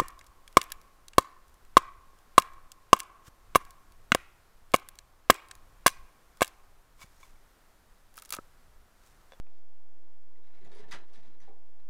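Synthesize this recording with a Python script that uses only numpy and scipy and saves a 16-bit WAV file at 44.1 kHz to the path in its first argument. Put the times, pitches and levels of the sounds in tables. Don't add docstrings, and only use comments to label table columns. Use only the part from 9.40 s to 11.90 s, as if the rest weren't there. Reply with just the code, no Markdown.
import sys
import numpy as np
from scipy import signal
from scipy.fft import rfft, irfft
from scipy.io import wavfile
from scipy.ndimage import uniform_filter1d

SR = 44100
rng = np.random.default_rng(int(sys.argv[2]) if len(sys.argv) > 2 else 0)


def nominal_scale(level):
    x = np.asarray(level, float) / 20
    return 10 ** x


def put_to_file(sound):
    columns = np.atleast_2d(sound).T
    safe = np.clip(columns, -1, 1)
    whole_steps = np.round(safe * 32767)
    wavfile.write(sys.argv[1], SR, whole_steps.astype(np.int16))


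N = 110161


def unit(x):
    return x / np.sqrt(np.mean(np.abs(x) ** 2))


def lowpass(x, order, hz):
    return signal.sosfilt(signal.butter(order, hz, fs=SR, output="sos"), x)


def fade(t, t60):
    return np.exp(-np.log(1000) * t / t60)


def walk(rate_hz):
    k = int(SR / rate_hz)
    return unit(uniform_filter1d(uniform_filter1d(rng.standard_normal(N), k), k))


def ring(x, body):
    hz = np.arange(N // 2 + 1) * SR / N + 0.01
    gain = 0
    for k, (f, width, db) in enumerate(body):
        detune = (hz / f - f / hz) * f / (2 * width)
        gain = gain + (-1) ** k * nominal_scale(db) / (1 + 1j * detune) ** 2
    return irfft(rfft(x) * unit(gain), N)


# f/Hz, level/dB per Hz
HISS_SPECTRUM = [(200, -19), (600, -4.5), (1200, 0.5), (2000, 0.5), (3000, -3.5), (5000, -7), (8000, -9.5),
                 (12000, -12)]
HISS_DB = -76.5


def hiss():
    hz = np.arange(N // 2 + 1) * SR / N + 1
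    f, level = np.transpose(HISS_SPECTRUM)
    db = np.interp(np.log(hz), np.log(f), level, left=-50)
    return nominal_scale(HISS_DB) * unit(irfft(rfft(rng.standard_normal(N)) * nominal_scale(db), N))


# f/Hz, width/Hz, level/dB
FAN_DUCT = [(200, 51, -9), (227.4, 43.5, -8.5), (340.8, 43, 2), (444, 150, -9.5), (478, 29.3, 1.5),
            (677, 54, 0.5), (820, 72, -7), (877, 72, -4), (982, 75, -6)]
# f/Hz, level/dB rms
FAN_TONES = [(59.9, -79.5), (1462, -90), (1981, -95)]
FAN_DB, FAN_FLUTTER_DB = -72, 1.5
RUMBLE_HZ, RUMBLE_DB = 61.6, -86


def fan(t):
    air = 0
    for hz, width, db in FAN_DUCT:
        flutter = nominal_scale(db + FAN_FLUTTER_DB * walk(15))
        air = air + flutter * ring(rng.standard_normal(N), [(hz, width, 0)]) * np.sqrt(width)
    tones = 0
    for hz, db in FAN_TONES:
        phase = 2 * np.pi * hz * t + 0.2 * walk(0.95)
        tones = tones + nominal_scale(db) * np.sqrt(2) * np.sin(phase)
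    rumble = lowpass(rng.standard_normal(N), 6, RUMBLE_HZ * 3.43)
    return nominal_scale(FAN_DB) * unit(air) + tones + nominal_scale(RUMBLE_DB) * unit(rumble)


ROOM_T60_S, ROOM_TREBLE_T60_S, ROOM_SPLIT_HZ = 0.27, 0.12, 1040
ROOM_DB, ROOM_GAP_S = -7, 0.0048


def room(x):
    t = np.arange(SR // 2) / SR
    noise = rng.standard_normal(len(t))
    low = lowpass(noise, 1, ROOM_SPLIT_HZ)
    tail = low * fade(t, ROOM_T60_S) + (noise - low) * fade(t, ROOM_TREBLE_T60_S)
    tail = tail * (t > ROOM_GAP_S)
    return x + nominal_scale(ROOM_DB) * signal.fftconvolve(x, tail / np.sqrt(np.sum(tail ** 2)))[:N]


RISE_S, FALL_S, RATTLE_PER_S, RATTLE_SCATTER_DB = 0.0022, 0.005, 6000, 3.5


def rattle(t, strokes, bodies):
    chance = rng.random((3, N))
    hit = chance[0] < RATTLE_PER_S / SR
    size = nominal_scale(-RATTLE_SCATTER_DB * np.log(chance[2] + 0.01))
    knocks = unit(hit * np.sign(chance[1] - 0.5) * size)
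    power = 0
    for start, length, *db in strokes:
        rise = np.clip((t - start) / RISE_S, 0, 1)
        fall = np.exp(-np.clip(t - start - length, 0, 1) / FALL_S)
        power = power + (nominal_scale(db)[:, None] * rise * fall) ** 2
    return sum(ring(knocks * np.sqrt(p), body) for p, body in zip(power, bodies))


# f/Hz, width/Hz, level/dB
METAL = [(1020, 190, 3.5), (1350, 190, 0.5), (1724, 280, 4.5), (2174, 207, 2), (2470, 220, 1.5),
         (3100, 640, -5), (3506, 114, -6), (3950, 180, 5.5)]
EDGE = [(3887, 504, 2.5), (4870, 590, -4.5), (5800, 590, -6), (7240, 1900, -13), (8770, 540, -13),
        (9680, 470, -14.5), (12300, 610, -30)]
PANEL = [(270, 89, -11), (345, 47, -1.5), (418, 36, -1), (490, 25.4, -3)]
LID = [(594, 97, -3), (679, 42, -0.5), (810, 62, 2), (936, 41, -5), (1009, 110, -4)]
TABLE = [(176.4, 52, 2.5), (206, 12, -15), (238.3, 17, -2.5), (95, 16, -7.5)]
# t/s, rattle length/s, metal level/dB, bright edge level/dB
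LEVERS = [(0.078, 0.11, -86, -83.5), (0.956, 0.025, -81, -94), (1.039, 0.061, -76.5, -81),
          (1.102, 0.047, -75, -84), (1.142, 0.051, -72.5, -77), (1.201, 0.048, -73, -79.5),
          (1.243, 0.032, -69, -72), (1.289, 0.014, -69, -78), (1.312, 0.027, -65.5, -67),
          (1.344, 0.062, -65.5, -66.5), (1.383, 0.064, -66.5, -73.5), (1.452, 0.024, -71.5, -81),
          (1.48, 0.035, -68.5, -72), (1.509, 0.0057, -51.5, -48.5), (1.5175, 0.011, -45, -48.5),
          (1.533, 0.012, -47, -52.5), (1.544, 0.0089, -54, -58), (1.552, 0.013, -54.5, -60),
          (1.568, 0.02, -60.5, -71), (1.592, 0.029, -68.5, -75.5), (1.62, 0.029, -73, -81),
          (1.675, 0.091, -74.5, -77.5), (1.73, 0.032, -69, -69.5), (1.746, 0.034, -68.5, -73),
          (1.778, 0.032, -71, -73.5), (1.822, 0.06, -71, -75), (1.885, 0.069, -75.5, -84),
          (2, 0.034, -69.5, -71.5), (2.034, 0.058, -73, -80), (2.392, 0.0085, -72, -81)]
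# t/s, length/s, panel level/dB, lid level/dB, table level/dB
JOLTS = [(0.068, 0.0063, -71, -74.5, -78), (0.973, 0.058, -75, -82, -81.5),
         (1.097, 0.061, -77, -82.5, -82.5), (1.155, 0.043, -79, -75.5, -78), (1.211, 0.063, -70, -76, -68),
         (1.244, 0.044, -64.5, -73, -77), (1.298, 0.046, -67, -71, -68.5), (1.353, 0.066, -62, -65.5, -69),
         (1.423, 0.03, -71, -65.5, -62.5), (1.475, 0.024, -62.5, -66, -67),
         (1.526, 0.033, -61.5, -54, -59.5), (1.578, 0.052, -67.5, -72, -73),
         (1.68, 0.091, -73.5, -73.5, -88), (1.766, 0.02, -75, -78, -67.5), (1.803, 0.065, -75.5, -80, -78),
         (1.86, 0.024, -76, -75, -68), (1.915, 0.05, -72.5, -85, -78), (2.013, 0.036, -82, -72, -71.5),
         (2.07, 0.048, -68, -68.5, -84), (2.13, 0.0031, -64, -72, -90), (2.16, 0.031, -79, -101, -81)]


def changer(t):
    return rattle(t, LEVERS, (METAL, EDGE)) + rattle(t, JOLTS, (PANEL, LID, TABLE))


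# t/s, f/Hz, level/dB, t60/s
SPRING_PINGS = [(.0678, 2520, -61, 0.014), (.068, 1870, -57, 0.0042), (.068, 1290, -57, 0.0067),
                (.0679, 740, -57.5, 0.014), (.957, 2010, -65.5, 0.033), (1.033, 3830, -73, .04),
                (1.051, 3840, -75, .025), (1.069, 3840, -70.5, 0.046), (1.072, 2110, -69, .06),
                (1.149, 3930, -70, .03), (1.151, 2030, -71, 0.032), (1.171, 2240, -67, 0.046),
                (1.212, 3980, -73, 0.027), (1.218, 2070, -64, .035), (1.247, 3930, -66, 0.023),
                (1.247, 1965, -63.5, .06), (1.247, 10080, -68, 0.023), (1.249, 6890, -67, 0.036),
                (1.268, 5840, -70, .03), (1.318, 1710, -65, 0.089), (1.349, 10100, -66.5, .05),
                (1.36, 4840, -68, .03), (1.382, 2170, -60, 0.041), (1.41, 3900, -72, 0.044),
                (1.44, 1780, -57, 0.067), (1.732, 5820, -69, .05), (1.734, 8800, -69, 0.037),
                (1.745, 4000, -65, .04), (1.775, 5930, -68, 0.055), (1.835, 3930, -67, 0.041),
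                (2.003, 5940, -65, .04), (2.0028, 1970, -58, 0.017), (2.003, 9750, -70, 0.023),
                (2.011, 6620, -72, .034), (2.016, 5910, -65, .042), (2.016, 1680, -66, .03),
                (2.018, 1010, -70, 0.034), (2.028, 7000, -79, .037), (2.034, 1850, -64, .03),
                (2.07, 2000, -71, .04)]
# t/s, f/Hz, level/dB, t60/s
SLIDE_DROP = [(1.514, 11840, -59, .025), (1.527, 12200, -75, .02), (1.5175, 1980, -42, 0.065),
              (1.518, 4880, -43, 0.045), (1.518, 3860, -55, 0.028), (1.519, 5600, -51, 0.043),
              (1.52, 6260, -52.5, 0.05), (1.522, 3334, -54, 0.054), (1.5243, 1930, -45, 0.042),
              (1.5245, 1710, -43.5, 0.037), (1.528, 7360, -56, 0.034), (1.531, 2950, -50.5, 0.073),
              (1.533, 1392, -48.5, 0.074), (1.538, 1624, -41, 0.03), (1.536, 805, -49, 0.09),
              (1.556, 1220, -47.5, 0.037)]
# t/s, f/Hz, level/dB, t60/s
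THUDS = [(1.19, 151, -62.5, 0.11), (1.214, 380, -57.5, 0.17), (1.235, 159.6, -55, 0.16),
         (1.262, 683, -59, 0.11), (1.276, 732, -60, .09), (1.31, 426, -67, 0.13), (1.25, 488, -68, 0.086),
         (1.325, 490, -58, .1), (1.358, 445, -52.5, 0.13), (1.372, 490, -57, 0.079),
         (1.384, 421, -53.5, .12), (1.535, 148, -57, 0.14), (1.77, 496, -64.5, 0.09),
         (1.785, 135, -62.5, 0.069), (1.84, 683, -69, 0.091), (1.875, 134, -64, .08),
         (1.9, 329, -60.5, 0.16), (2.015, 139, -64.5, 0.1), (2.0765, 814, -57.5, 0.066),
         (2.084, 792, -57.5, 0.055), (2.079, 430, -57, 0.074), (2.087, 480, -56.5, 0.071),
         (2.086, 605, -64, 0.069), (2.094, 935, -64, 0.038), (2.097, 345, -53.5, 0.052),
         (2.108, 760, -60, 0.055), (2.128, 345, -56, 0.048), (2.13, 780, -63, 0.049)]
STRIKE_CYCLES = 0.23


def struck_parts(t):
    sound = 0
    for start, hz, db, t60 in SPRING_PINGS + SLIDE_DROP + THUDS:
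        since = np.clip(t - start, 0, 1)
        onset = np.tanh(since * hz / STRIKE_CYCLES)
        sound = sound + nominal_scale(db) * onset * np.sin(2 * np.pi * hz * since) * fade(since, t60)
    return sound


def scene():
    t = np.arange(N) / SR
    return (room(changer(t) + struck_parts(t)) + fan(t) + hiss())[None]


# low f/Hz, high f/Hz, threshold level/dB
LOST_BANDS = [(88, 165, -83), (165, 260, -85), (11400, 13200, -82)]
GATE_S = 0.031


def lose_faint_bands(x):
    hz, spectrum, k = np.arange(N // 2 + 1) * SR / N, rfft(x), int(GATE_S * SR)
    for low_hz, high_hz, db in LOST_BANDS:
        band = irfft(spectrum * (hz > low_hz) * (hz <= high_hz), N)
        power = uniform_filter1d(uniform_filter1d(band ** 2, k), k)
        is_open = uniform_filter1d(1.0 * (power > nominal_scale(2 * db)), k // 2)
        x = x - band * (1 - is_open)
    return x


TAPE_TOP_HZ = 12850
CONVERTER_OFFSET, GRAIN_DB = 0.02927, -90.5


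def band_limit(x):
    return signal.sosfilt(signal.butter(12, 14960, fs=SR, output="sos"), x)


def record(dry):
    top_cut = signal.ellip(8, 0.2, 60, TAPE_TOP_HZ, fs=SR, output="sos")
    tape = signal.sosfilt(top_cut, lose_faint_bands(dry[0])[None])
    grain = nominal_scale(GRAIN_DB) * rng.standard_normal(N)
    return band_limit(tape + CONVERTER_OFFSET + grain)


dry = scene()
out = record(dry)
put_to_file(out)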